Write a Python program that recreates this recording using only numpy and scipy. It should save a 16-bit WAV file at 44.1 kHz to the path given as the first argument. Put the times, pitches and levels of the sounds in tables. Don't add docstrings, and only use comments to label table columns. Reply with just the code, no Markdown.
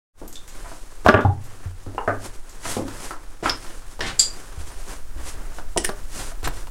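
import sys
import numpy as np
from scipy import signal
from scipy.fft import rfft, irfft
from scipy.io import wavfile
from scipy.ndimage import uniform_filter1d

SR = 44100
rng = np.random.default_rng(int(sys.argv[2]) if len(sys.argv) > 2 else 0)


def wav_record(signal):
    frames = np.transpose(np.atleast_2d(signal))
    bounded = np.clip(frames, -1, 1)
    quanta = np.round(bounded * 32767).astype(np.int16)
    wavfile.write(sys.argv[1], SR, quanta)


N = 295503
TAPS = 32768


def amp(db):
    return 10 ** (np.asarray(db) / 20)


def unit_rms(x):
    return x / np.sqrt(np.mean(x ** 2) + 1e-20)


def value_at(points, hz):
    f, value = np.transpose(points)
    return np.interp(np.log(hz + 1), np.log(f), value)


def add(mix, onset_s, sound):
    part = mix[round(onset_s * SR):][:len(sound)]
    part += sound[:len(part)]


def filtered(x, points):
    return irfft(rfft(x) * amp(value_at(points, np.fft.rfftfreq(len(x), 1 / SR))), len(x))


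def minimum_phase(gain):
    log_gain = np.log(np.maximum(gain, 1e-6))
    mirrored = np.concatenate([log_gain, log_gain[-2:0:-1]])
    return np.exp(np.conj(signal.hilbert(mirrored))[:len(gain)])


def waveform(spectrum, level_db, length_s):
    sound = irfft(spectrum)[:TAPS * 3 // 4]
    return amp(level_db) * sound / np.sqrt(np.mean(sound[:round(length_s * SR)] ** 2))


def flutter(samples):
    return unit_rms(uniform_filter1d(uniform_filter1d(rng.standard_normal(N), samples), samples))


def buffeting():
    # t/s, level/dB
    strength = [(.2, -32), (2, -33.5), (3, -33.5), (4.4, -31), (5.1, -27), (6.7, -25)]
    # f/Hz, relative level/dB
    rumble = [(4, 0.5), (11, 3), (18, -4.5), (30, -4), (55, -20.5), (100, -26.5), (250, -59.5)]
    level_db = np.interp(np.arange(N) / SR, *np.transpose(strength))
    return unit_rms(filtered(rng.standard_normal(N), rumble)) * amp(level_db)


def tunnel_response(echo_db, build_s=0.0093):
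    # f/Hz, T60/s
    decay_times = [(150, 0.39), (500, 0.29), (1400, 0.25), (4000, 0.23), (8000, 0.2), (15000, 0.14)]
    # mean delay/s, reflection factor
    walls = [(.0029, 1), (.0062, -0.3), (.0098, .45)]
    t = np.arange(TAPS) / SR
    hz, frame_s, bands = signal.stft(rng.standard_normal(TAPS), SR, nperseg=256)
    decay = amp(-60 * frame_s / value_at(decay_times, hz)[:, None])
    tail = signal.istft(bands * decay, SR, nperseg=256)[1][:TAPS]
    tail *= 1 - np.exp(-t / build_s)
    response = amp(echo_db) * tail / np.linalg.norm(tail)
    response[0] += 1
    for delay, reflection in walls:
        smear = rng.standard_normal(48) * np.hanning(48)
        add(response, delay * rng.uniform(.8, 1.2), reflection * smear / np.linalg.norm(smear))
    return response


def movement(still_swish_db=-54.5, still_rustle_db=-52.5, fade_ratio=0.9, roundness=1.53):
    # peak t/s, swell time/s, swish level/dB, rustle level/dB
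    brushes = [(.585, 0.065, -47, -45), (.715, 0.13, -46.5, -54), (.95, 0.14, -53.5, -62),
               (1.53, 0.18, -51.5, -48), (1.663, .04, -61, -45), (2.0, 0.32, -57.5, -64),
               (2.257, 0.036, -38.5, -39.5), (2.351, 0.055, -50.5, -50.5), (2.56, 0.049, -51, -49),
               (2.72, 0.064, -29, -36.5), (2.952, 0.12, -44, -40), (3.056, 0.067, -35.5, -39),
               (3.319, 0.11, -63, -57), (3.67, 0.16, -45, -46), (3.92, 0.075, -52, -67),
               (4.368, 0.26, -45.5, -44), (4.61, 0.037, -46, -48), (4.69, 0.041, -44, -45.5),
               (4.8, 0.049, -44.5, -46), (4.912, 0.073, -41, -40), (5.21, 0.051, -49.5, -44.5),
               (5.29, 0.049, -36.5, -48), (5.42, 0.14, -51, -42.5), (5.562, 0.058, -47, -56),
               (6.01, 0.058, -48, -46.5), (6.195, 0.068, -33, -38), (6.276, 0.051, -39.5, -41.5),
               (6.585, 0.063, -43, -42.5)]
    t = np.arange(N) / SR
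    swish_power, rustle_power = amp(still_swish_db) ** 2, amp(still_rustle_db) ** 2
    for peak_s, swell_s, swish_db, rustle_db in brushes:
        from_peak = np.maximum(peak_s - t, (t - peak_s) / fade_ratio) / swell_s
        swell = np.exp(-2 * np.minimum(from_peak, 10) ** roundness)
        swish_power += amp(swish_db) ** 2 * swell
        rustle_power += amp(rustle_db) ** 2 * swell
    return np.sqrt(swish_power), np.sqrt(rustle_power)


def brushing(swish_gain, rustle_gain, grain_db=1.17, lumps_db=1.66, catch_db=1.02):
    # f/Hz, relative level/dB
    swish_spectrum = [(1000, 0), (2200, -2.5), (4000, -3), (6500, -0.5), (9500, -0.5), (12000, -10),
                      (15500, -22)]
    rustle_spectrum = [(40, -25), (100, 8), (170, -1), (300, 3.5), (700, -1.5), (1500, -2.5), (2500, -12),
                       (5000, -26.5)]
    high, low = rng.standard_normal((2, N))
    swish = unit_rms(filtered(high * amp(grain_db * flutter(samples=60)), swish_spectrum))
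    rustle = unit_rms(filtered(low * amp(lumps_db * flutter(samples=300)), rustle_spectrum))
    return (swish * swish_gain + rustle * rustle_gain) * amp(catch_db * flutter(samples=900))


def crumbs(swish_gain, count=26, offset_db=-4, spread_db=3, cap_db=-45):
    out = np.zeros(N)
    busy_db = np.minimum(20 * np.log10(swish_gain), cap_db)
    for when, size, sharpness in rng.random((count, 3)):
        at = int(when * N)
        stone = rng.choice(["wafer", "plate", "flake", "rubble"])
        level_db = busy_db[at] + offset_db + spread_db * size
        add(out, at / SR, knock(level_db, 4000 + 8000 * sharpness, crack_db=-14, echo_db=1, stone=stone))
    return out


def scrape(length_s, level_db, cutoff_hz, slips_per_s=2400, unevenness=0.5):
    # f/Hz, relative level/dB
    grit = [(100, 9), (350, -4), (900, -0.5), (1700, 4.5), (3000, -1), (5500, -1), (9000, -0.5),
            (16000, -16)]
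    n = round(length_s * SR)
    chance, size, sign = rng.random((3, TAPS))[:, :n]
    slips = (chance < slips_per_s / SR) * amp(-unevenness * np.log(size + 0.02)) * np.sign(sign - .5)
    stroke = np.pad(slips * signal.windows.tukey(n, .7), (0, TAPS - n))
    hz = np.fft.rfftfreq(TAPS, 1 / SR)
    colour = minimum_phase(amp(value_at(grit, hz)) / np.sqrt(1 + (hz / cutoff_hz) ** 4))
    return waveform(rfft(stroke) * colour * rfft(tunnel_response(echo_db=-2)), level_db, length_s)


def thump(level_db, hz, t60, rise_s=0.0037, tunnel_hz=101, tunnel_db=-25, tunnel_t60=0.94):
    t = np.arange(SR) / SR
    boom = np.sin(2 * np.pi * hz * t) * amp(-60 * t / t60)
    standing_wave = np.sin(2 * np.pi * tunnel_hz * t) * amp(tunnel_db - 60 * t / tunnel_t60)
    attack = 1 - np.exp(-(t / rise_s) ** 2)
    return amp(level_db) * attack * (boom + standing_wave)


def chatter(hz, spread_s=0.00148, step_hz=260):
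    delay = spread_s * np.interp(hz / step_hz, np.arange(256), rng.random(256))
    return np.exp(-2j * np.pi * np.cumsum(delay) * hz[1])


def knock(level_db, cutoff_hz, crack_db, echo_db, stone, crack_hz=5500, body_s=0.031):
    modes = { "flagstone": [(387, 18, -14), (688, 67, -6.5), (1070, 66, -12.5), (1555, 96, -22)],
             "slab": [(227, 47, -1), (393.6, 42, 2), (610, 48, 0.5), (825, 190, -7), (1170, 22, 2.5),
             (1430, 36, 0.5), (1660, 87, -4.5), (3080, 820, -8.5)], "rocker": [(250, 56, -6),
             (405, 70, -19), (810, 53, 0), (1650, 200, -33)], "tile": [(460, 86, -2), (795, 57, 1),
             (933, 91, 6), (1310, 53, -8), (2840, 91, 4)], "block": [(268, 40, -1), (416, 20, -4),
             (576, 57, -1.5), (676, 60, 1), (1220, 46, -1), (1540, 280, -5.5), (1620, 120, -14)],
             "bedded": [(297, 70, 7.5), (497, 300, -3), (580, 79, -8), (1280, 200, -11)],
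             "rubble": [(318, 400, 4.5), (677, 60, 13.5), (968, 65, 11.5), (1370, 520, 6),
             (1760, 100, -19.5)], "plate": [(327, 73, 0.5), (745, 380, -4), (1034, 130, 2),
             (1314, 180, 4.5), (1800, 270, -25)], "chip": [(1420, 200, -9.5), (3370, 420, -14),
             (5210, 210, 0.5)], "shard": [(3420, 330, -15.5), (4743, 80, 9), (4760, 43, -13),
             (5400, 580, -46), (7280, 230, 5), (7900, 580, -4), (8850, 590, -34), (12300, 1500, -34)],
             "flake": [(353, 43, 4.5), (840, 210, -18), (1930, 40, -4), (2980, 250, -10), (5540, 760, -9.5),
             (7750, 310, -6), (9250, 91, 4)], "wafer": [(360, 120, -1), (1800, 180, 0), (2980, 230, -5.5),
             (5460, 680, -7.5), (9200, 410, 2.5), (12940, 3300, -17)], "splinter": [(3550, 130, 9.5),
             (6900, 3300, -8)], "sliver": [(7400, 2700, 0), (12900, 1200, 10.5)], }
    hz = np.fft.rfftfreq(TAPS, 1 / SR)
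    ring_power = sum(amp(db) ** 2 / (1 + ((hz ** 2 - f ** 2) / (hz * width + 1)) ** 2)
                     for f, width, db in modes[stone])
    contact_lowpass = 1 / (1 + (hz / cutoff_hz) ** 10)
    crack_power = amp(crack_db) ** 2 / (1 + (hz / crack_hz) ** 3.3)
    blow = minimum_phase(np.sqrt(ring_power * contact_lowpass + crack_power)) * chatter(hz)
    return waveform(blow * rfft(tunnel_response(echo_db)), level_db, body_s)


def scene():
    # t/s, level/dB, contact cutoff/Hz, relative crack/dB, relative echo/dB, stone
    knocks = [ (.216, -37.5, 1230, -53, 2.5, "bedded"), (.278, -45, 11200, -16, 3, "sliver"),
              (.327, -44.5, 8370, -22, 3, "sliver"), (.356, -40.5, 8900, -23, -1, "splinter"),
              (.478, -44.5, 8700, -6, 7, "sliver"), (0.644, -41, 2480, -24, 10, "rubble"),
              (.716, -41, 1600, -30, -2, "rubble"), (1.048, -25, 2000, -24, 13, "bedded"),
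              (1.063, -10, 1670, -51, -14, "flagstone"), (1.082, -21, 2900, -32.5, 4.5, "chip"),
              (1.0863, -3, 1990, -46, -9, "slab"), (1.141, -7.5, 1900, -52, -1.5, "slab"),
              (1.175, -24.5, 2550, -39, 2, "slab"), (1.191, -21, 1980, -56, -10, "plate"),
              (1.208, -41.5, 3300, -7, 4, "splinter"), (1.249, -15.5, 1450, -65, -5.5, "rocker"),
              (1.44, -49, 10100, -14, 6, "sliver"), (1.864, -36.5, 1800, -25, 3, "bedded"),
              (1.948, -38.5, 900, -27, -3, "bedded"), (1.98, -24.5, 1860, -48, -2.5, "tile"),
              (2.0768, -18, 1900, -41.5, 3, "block"), (2.493, -48, 8000, -33, 7, "sliver"),
              (2.654, -34, 2500, -13, -1, "rubble"), (2.7669, -23.5, 1090, -29, 2, "bedded"),
              (2.881, -39, 1980, -10, -4, "plate"), (3.108, -32.5, 2480, -23, -0.5, "plate"),
              (3.426, -30, 805, -31, 2, "bedded"), (3.434, -31, 2500, -35, 9, "rubble"),
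              (3.458, -20, 2600, -28, 0, "plate"), (3.495, -22.5, 5500, -26, -3.5, "chip"),
              (3.993, -34, 1120, -14, 4, "rubble"), (4.0067, -27, 5400, -26, -0.5, "wafer"),
              (4.191, -25.5, 9000, -26, -2, "shard"), (4.1941, -11, 11860, -28, 6, "shard"),
              (5.16, -48.5, 690, -37, -4, "bedded"), (5.585, -37, 1700, -12, -4, "rubble"),
              (5.7624, -25, 970, -26, -3.5, "rubble"), (5.7742, -20.5, 8770, -24, -5, "flake"),
              (5.846, -23.5, 15500, -21, -5, "wafer"), (5.891, -27.5, 1610, -25, -8, "slab"),
              (6.318, -44.5, 2000, -15, -5, "rubble"), (6.43, -37.5, 1500, -16, 4, "bedded"),
              (6.474, -27.5, 1900, -17, -12, "rubble"), (6.476, -38.5, 14900, 8, -16, "sliver"),
              (6.671, -44.5, 2500, -14, -17, "tile"), ]
    # t/s, level/dB, f/Hz, T60/s
    thumps = [(1.061, -10.5, 82, 0.17), (1.14, -1.5, 100, 0.1), (1.247, -4, 97, 0.19),
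              (1.251, -16, 126.6, 0.47), (1.278, -9.5, 93, 0.32), (1.656, -18, 89.7, 0.28),
              (1.865, -27, 97, 0.44), (2.074, -25.5, 101.6, 0.62), (2.761, -29.5, 99.7, 0.73),
              (3.439, -33, 96.3, 0.64), (3.998, -30.5, 81.5, 0.29), (4.574, -23.5, 73, 0.27),
              (5.155, -28, 63, 0.44), (5.757, -28, 57.3, 0.58), (6.434, -21, 60, 0.18),
              (6.47, -25.5, 135, 0.14)]
    # t/s, length/s, level/dB, cutoff/Hz
    scrapes = [(2.625, 0.062, -38, 4000), (3.419, 0.094, -31.5, 6500), (3.989, 0.15, -32, 4100),
               (4.054, 0.041, -36.5, 7500), (5.832, 0.032, -34, 15000), (6.436, 0.029, -29.5, 10700)]
    # f/Hz, side gain/dB
    port_difference = [(60, -57), (500, -60), (2000, -41), (5000, -29), (8000, -25), (15000, -19)]
    stones, feet = np.zeros((2, N))
    for onset_s, *blow in knocks:
        add(stones, onset_s, knock(*blow))
    for onset_s, *boom in thumps:
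        add(feet, onset_s, thump(*boom))
    for onset_s, *stroke in scrapes:
        add(feet, onset_s, scrape(*stroke))
    swish_gain, rustle_gain = movement()
    mid = stones + feet + crumbs(swish_gain) + brushing(swish_gain, rustle_gain) + buffeting()
    side = filtered(signal.hilbert(stones).imag, port_difference)
    return np.array([mid + side, mid - side])


def record(dry, react_s=0.028, threshold_db=-20, ratio=1.37, recover_db_per_s=16, edge_hz=15900):
    t = np.arange(N) / SR
    pole = np.exp(-1 / (react_s * SR))
    power_db = 10 * np.log10(signal.lfilter([1 - pole], [1, -pole], dry[0] ** 2) + 1e-12)
    held_db = np.maximum.accumulate(power_db + recover_db_per_s * t) - recover_db_per_s * t
    ducked = dry / amp(np.maximum(held_db - threshold_db, 0) * (1 - 1 / ratio))
    fade_in = np.interp(t, [0.13, 0.2], [0, 1]) ** 2
    rounded = .98 * fade_in * ducked / (1 + ducked ** 6) ** (1 / 6)
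    lowpass = signal.firwin(1023, edge_hz, window=("kaiser", 9), fs=SR)
    return signal.oaconvolve(rounded, lowpass[None], "same")


dry = scene()
out = record(dry)
wav_record(out)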